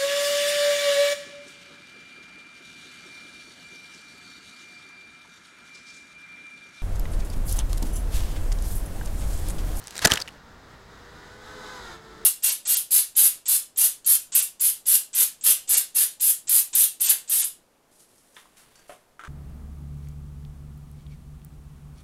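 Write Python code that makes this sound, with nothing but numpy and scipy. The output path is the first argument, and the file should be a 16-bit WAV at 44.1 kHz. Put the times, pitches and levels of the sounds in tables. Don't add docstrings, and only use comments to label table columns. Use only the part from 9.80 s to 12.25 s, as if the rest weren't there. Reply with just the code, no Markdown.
import sys
import numpy as np
from scipy import signal
from scipy.fft import rfft, irfft, next_fast_len
from scipy.io import wavfile
from scipy.ndimage import uniform_filter1d, minimum_filter1d, map_coordinates

SR = 44100
rng = np.random.default_rng(int(sys.argv[2]) if len(sys.argv) > 2 else 0)


def store_wav(level_fs):
    pcm = np.round(np.clip(np.atleast_2d(level_fs), -1, 1) * 32767)
    wavfile.write(sys.argv[1], SR, pcm.T.astype(np.int16))


N = 108045

# (frequency [Hz], relative level [dB])
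WIND_SPECTRUM = [(20, -6), (50, 1.5), (100, -4.5), (170, -5), (330, -11.5), (700, -12.5), (1700, -13.5),
                 (2500, -24.5), (5000, -26), (10000, -42)]
# (time [s], level [dB])
SLIDE_LEVEL = [(0, -54.5), (.14, -46.5), (.16, -40.5), (.214, -43), (.217, -31), (.243, -28.5), (.254, -19),
               (.267, -39), (.278, -28), (.29, -44.5), (.312, -27), (.33, -30.5), (.348, -35.5),
               (.385, -43), (.41, -43), (.44, -53.5), (.56, -63.5), (.62, -100)]
# (frequency [Hz], relative level [dB])
LITTER_SPECTRUM = [(200, -2), (900, -0.5), (1700, 3), (2500, -2.5), (4500, 1), (7500, -5.5), (12000, -11.5),
                   (16000, -28.5)]
# (frequency [Hz], relative level [dB])
SOIL_SPECTRUM = [(40, 0), (120, -5), (350, -4), (750, -2.5), (1100, -5.5), (1700, 1), (2600, -20.5),
                 (5000, -38)]
# (time [s], relative level
# [dB])
TICKS = [(0.041, -34.5), (.0722, -23), (0.081, -28), (.1085, -27.5), (.155, -24.5), (0.1659, -26),
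         (.1693, -24), (.1735, -30.5), (0.1797, -19), (0.2727, -9.5), (.2765, -17.5), (.3357, -14.5),
         (.3568, -23), (.402, -27)]
# (frequency [Hz], relative level [dB])
CRACK_SPECTRUM = [(100, -12), (700, -3), (1700, -3), (2400, -3.5), (3500, 4.5), (7000, 2.5), (11500, -4.5),
                  (14500, -16.5), (16000, -17)]
# (time [s], crack level [dB], ring frequency [Hz], ring level [dB], ring t60 [s])
CONTACTS = [(0.1916, -38, 1720, -16, 0.0058), (0.1921, -24, 3970, -16.5, 0.0066),
            (0.2468, -15, 1910, -10.5, .02), (0.2502, -1.5, 4880, 1.5, 0.0048),
            (.2532, -8, 710, -13, 0.028), (0.2538, -16.5, 1602, -4.5, 0.017), (0.256, 2, 7260, -3, .007),
            (0.258, -14, 1700, -3.5, 0.012), (0.2723, -17.5, 7300, -1, 0.0055),
            (0.303, -21, 1890, -12, 0.0073), (0.3131, -15.5, 4200, -20.5, 0.018),
            (0.319, -8, 3110, 3.5, 0.0076), (0.3379, -13, 7490, -12.5, 0.0087),
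            (0.3555, -22, 3370, -17, 0.0061), (0.3586, -24, 3250, -12.5, 0.0061)]
# (time [s], level [dB], frequency [Hz])
THUDS = [(0.224, -29.5, 60), (0.2478, -18.5, 168), (0.2597, -5.5, 205.7), (0.32, -14, 120)]
# (time [s], level [dB], resonance [Hz], rise [s])
SCRAPES = [(0.3729, -23.5, 1730, 0.0013), (0.3722, -25, 2910, 0.0022), (.402, -27.5, 5300, 0.00082),
           (.414, -29, 5030, 0.0026), (0.42, -25, 4500, .0012), (0.4766, -32.5, 3030, .0008),
           (0.4816, -32.5, 2200, 0.00079), (.488, -36, 2850, 0.00087)]

# (time [s], blade-pass pitch [Hz])
ROTOR_A = [(.6, 465), (1.25, 480), (1.45, 489), (1.62, 505), (1.76, 508), (1.85, 501), (1.92, 511),
           (2.04, 478), (2.12, 449), (2.25, 442), (2.45, 445)]
ROTOR_B = [(1, 394), (1.35, 400), (1.6, 414), (1.88, 421), (2, 390), (2.1, 360), (2.17, 352), (2.25, 367),
           (2.45, 370)]
ROTOR_C = [(1.2, 450), (1.85, 428), (1.98, 445), (2.11, 451), (2.25, 425), (2.45, 406)]
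ROTOR_D = [(1.95, 310), (2.2, 345), (2.4, 308)]
# (pitch table, hum offset [dB], whine offset [dB], imbalance [dB])
WEAKER_ROTORS = [(ROTOR_B, -2.6, -5, -21), (ROTOR_C, -7, -6, 0), (ROTOR_D, -8.5, -17, -11)]
# (time [s], level [dB])
HUM_LEVEL = [(.9, -66.5), (1.3, -56), (1.6, -55), (1.79, -48.5), (1.97, -53), (2.13, -50.5), (2.22, -56),
             (2.36, -50.5)]
# (time [s], relative level [dB])
WHINE_LEVEL = [(1, -64.5), (1.4, -56), (1.6, -56), (1.66, -54.5), (1.84, -48.5), (1.895, -42.5), (2, -47.5),
               (2.12, -48), (2.19, -57)]
# (frequency [Hz], relative level [dB])
WHINE_SPECTRUM = [(600, -1), (1000, -4), (1250, -1), (1500, -0.5), (1680, -6), (1850, -4), (2600, -21),
                  (3800, -13), (8000, -24.5)]
# (time [s], relative level [dB])
PASS_LEVEL = [(0, -16.5), (.6, -16.5), (1.1, -13.5), (1.33, -9), (1.62, -7.5), (1.68, -2.5), (1.74, -4),
              (1.91, -1.1), (2.135, -1), (2.19, -10), (2.34, -9), (2.45, -9.5)]
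# (frequency [Hz], relative level [dB])
WASH_SPECTRUM = [(40, 0), (130, -6), (220, -5), (420, -4), (580, -6.5), (850, -2), (1300, 0.5),
                 (1900, -2.5), (2300, -12), (2800, -34), (5000, -33.5)]
# (frequency [Hz], relative level [dB])
FIZZ_SPECTRUM = [(1200, -21), (2800, -4), (3800, 8), (4400, -1), (5000, 3), (5750, -7), (6400, -0.5),
                 (7000, -3.5), (7500, -2.5), (8800, -10.5), (12000, -13.5), (16000, -36.5)]

FLUTTER_PER_S = 24


def amp(db):
    return 10 ** (np.asarray(db) / 20)


def unit(x):
    return x / np.sqrt(np.mean(x ** 2) + 1e-20)


def level_at(spectrum, hz):
    frequencies, levels = np.transpose(spectrum)
    return np.interp(np.log(hz + 1), np.log(frequencies + 1), levels)


def curve(rows):
    return np.interp(np.arange(N) / SR, *np.transpose(rows))


def wobble(rate):
    return map_coordinates(rng.standard_normal(512), [np.arange(N) * rate / SR])


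def filtered(x, response):
    size = next_fast_len(N + SR // 2)
    return irfft(rfft(x, size) * response(np.fft.rfftfreq(size, 1 / SR)), size)[:N]


def coloured(x, spectrum):
    return unit(filtered(x, lambda hz: amp(level_at(spectrum, hz))))


def noise(spectrum):
    return coloured(rng.standard_normal(N), spectrum)


def dying(start, t60):
    t = np.arange(N) / SR - start
    return (t >= 0) * np.exp(-np.log(1000) * np.clip(t / t60, 0, 10))


def wind(level_db=-50.5, gust_db=1.5):
    return amp(level_db + gust_db * wobble(16)) * noise(WIND_SPECTRUM)


def crackle(spectrum, grains_per_s=1800, spread_db=4.5, bed_gain=0.6):
    sizes = amp(spread_db * rng.standard_normal(N)) * rng.choice([-1, 1], N)
    grains = unit(sizes * (rng.random(N) < grains_per_s / SR))
    return coloured(grains + bed_gain * rng.standard_normal(N), spectrum)


def litter_slide(landing_s=0.245, soil_db=1.5):
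    grounded = np.arange(N) / SR > landing_s
    rustle = crackle(LITTER_SPECTRUM)
    crunch = amp(soil_db) * grounded * crackle(SOIL_SPECTRUM)
    return amp(curve(SLIDE_LEVEL)) * (rustle + crunch)


def ticks(snap_db=1, t60=0.0041):
    flicks = np.zeros(N)
    for start, db in TICKS:
        flicks[round(start * SR)] += amp(db + snap_db)
    snaps = filtered(flicks, lambda hz: amp(level_at(CRACK_SPECTRUM, hz)))
    tails = sum(amp(db) * dying(start, t60) for start, db in TICKS)
    return snaps + tails * noise(CRACK_SPECTRUM)


def ring(start, hz, t60, attack_s=0.0005, blur_rad=0.32, size=4096):
    t = np.arange(size) / SR
    blur = blur_rad * map_coordinates(rng.standard_normal(size), [t * hz / 2])
    envelope = np.exp(-np.log(1000) * t / t60) * (1 - np.exp(-t / attack_s))
    tone = envelope * np.sin(2 * np.pi * hz * t + blur)
    first = round(start * SR)
    return np.pad(tone, (first, N - first - size))


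def clatter(crack_t60=0.0073, lower_mode_ratio=0.93, lower_mode_db=-15):
    bursts = sum(amp(db) * dying(start, crack_t60) for start, db, *_ in CONTACTS)
    cracks = bursts * noise(CRACK_SPECTRUM)
    rings = np.zeros(N)
    for start, _, hz, db, t60 in CONTACTS:
        main_mode = ring(start, hz, t60)
        lower_mode = amp(lower_mode_db) * ring(start, hz * lower_mode_ratio, t60)
        rings += amp(db) * (main_mode + lower_mode)
    return cracks + rings


def thuds(t60_cycles=2.6):
    return sum(amp(db) * ring(start, hz, t60_cycles / hz) for start, db, hz in THUDS)


def scrapes(resonance_q=7.6, grit_db=-10):
    out = np.zeros(N)
    for start, db, hz, rise_s in SCRAPES:
        age = np.clip((np.arange(N) / SR - start) / rise_s, 0, 20)
        envelope = age * np.exp(1 - age)
        resonance = signal.lfilter(*signal.iirpeak(hz, resonance_q, SR), rng.standard_normal(N))
        rub = unit(envelope * resonance) * np.sqrt(np.mean(envelope ** 2))
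        grit = amp(grit_db) * envelope * noise(CRACK_SPECTRUM)
        out += amp(db) * (rub + grit)
    return out


def rotor(pitch, hum_db, whine_db, imbalance_db, jitter=0.003, flutter_db=2.3):
    hz = curve(pitch) * (1 + jitter * wobble(120))
    phase = 2 * np.pi * (np.cumsum(hz) / SR + rng.random())
    shaft_tones = np.sin(phase / 2) + 0.5 * np.sin(1.5 * phase)
    hum = amp(flutter_db * wobble(FLUTTER_PER_S)) * (np.sin(phase) + amp(imbalance_db) * shaft_tones)
    whine = np.zeros(N)
    for harmonic in range(2, 16):
        db = level_at(WHINE_SPECTRUM, harmonic * hz) + flutter_db * wobble(FLUTTER_PER_S)
        whine += amp(db) * np.sin(harmonic * phase + 2 * np.pi * rng.random())
    return amp(hum_db) * hum + amp(whine_db) * whine


def passing_drone(whine_db=-46.5, wash_db=-45, fizz_db=-49, whine_swell=1.25, fizz_swell=1.056):
    pass_db, hum_db = curve(PASS_LEVEL), curve(HUM_LEVEL)
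    tones = rotor(ROTOR_A, hum_db, curve(WHINE_LEVEL), imbalance_db=-21)
    weaker_whine_db = whine_db + whine_swell * pass_db
    for pitch, hum_offset, whine_offset, imbalance_db in WEAKER_ROTORS:
        tones += rotor(pitch, hum_db + hum_offset, weaker_whine_db + whine_offset, imbalance_db)
    rush_db = pass_db + 0.7 * wobble(FLUTTER_PER_S)
    wash = amp(wash_db + rush_db) * noise(WASH_SPECTRUM)
    fizz = amp(fizz_db + fizz_swell * rush_db) * noise(FIZZ_SPECTRUM)
    return tones + wash + fizz


def scene():
    crash = ticks() + clatter() + thuds() + scrapes() + litter_slide()
    return (crash + passing_drone() + wind())[None]


def record(dry, ceiling=0.89, limiter_s=0.0006, top_hz=15900):
    window = 2 * round(limiter_s * SR / 2) + 1
    needed_gain = ceiling / np.maximum(abs(dry[0]), ceiling)
    smooth_gain = uniform_filter1d(minimum_filter1d(needed_gain, window), window)
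    return filtered(dry[0] * smooth_gain, lambda hz: hz < top_hz)[None]


dry = scene()
out = record(dry)
store_wav(out)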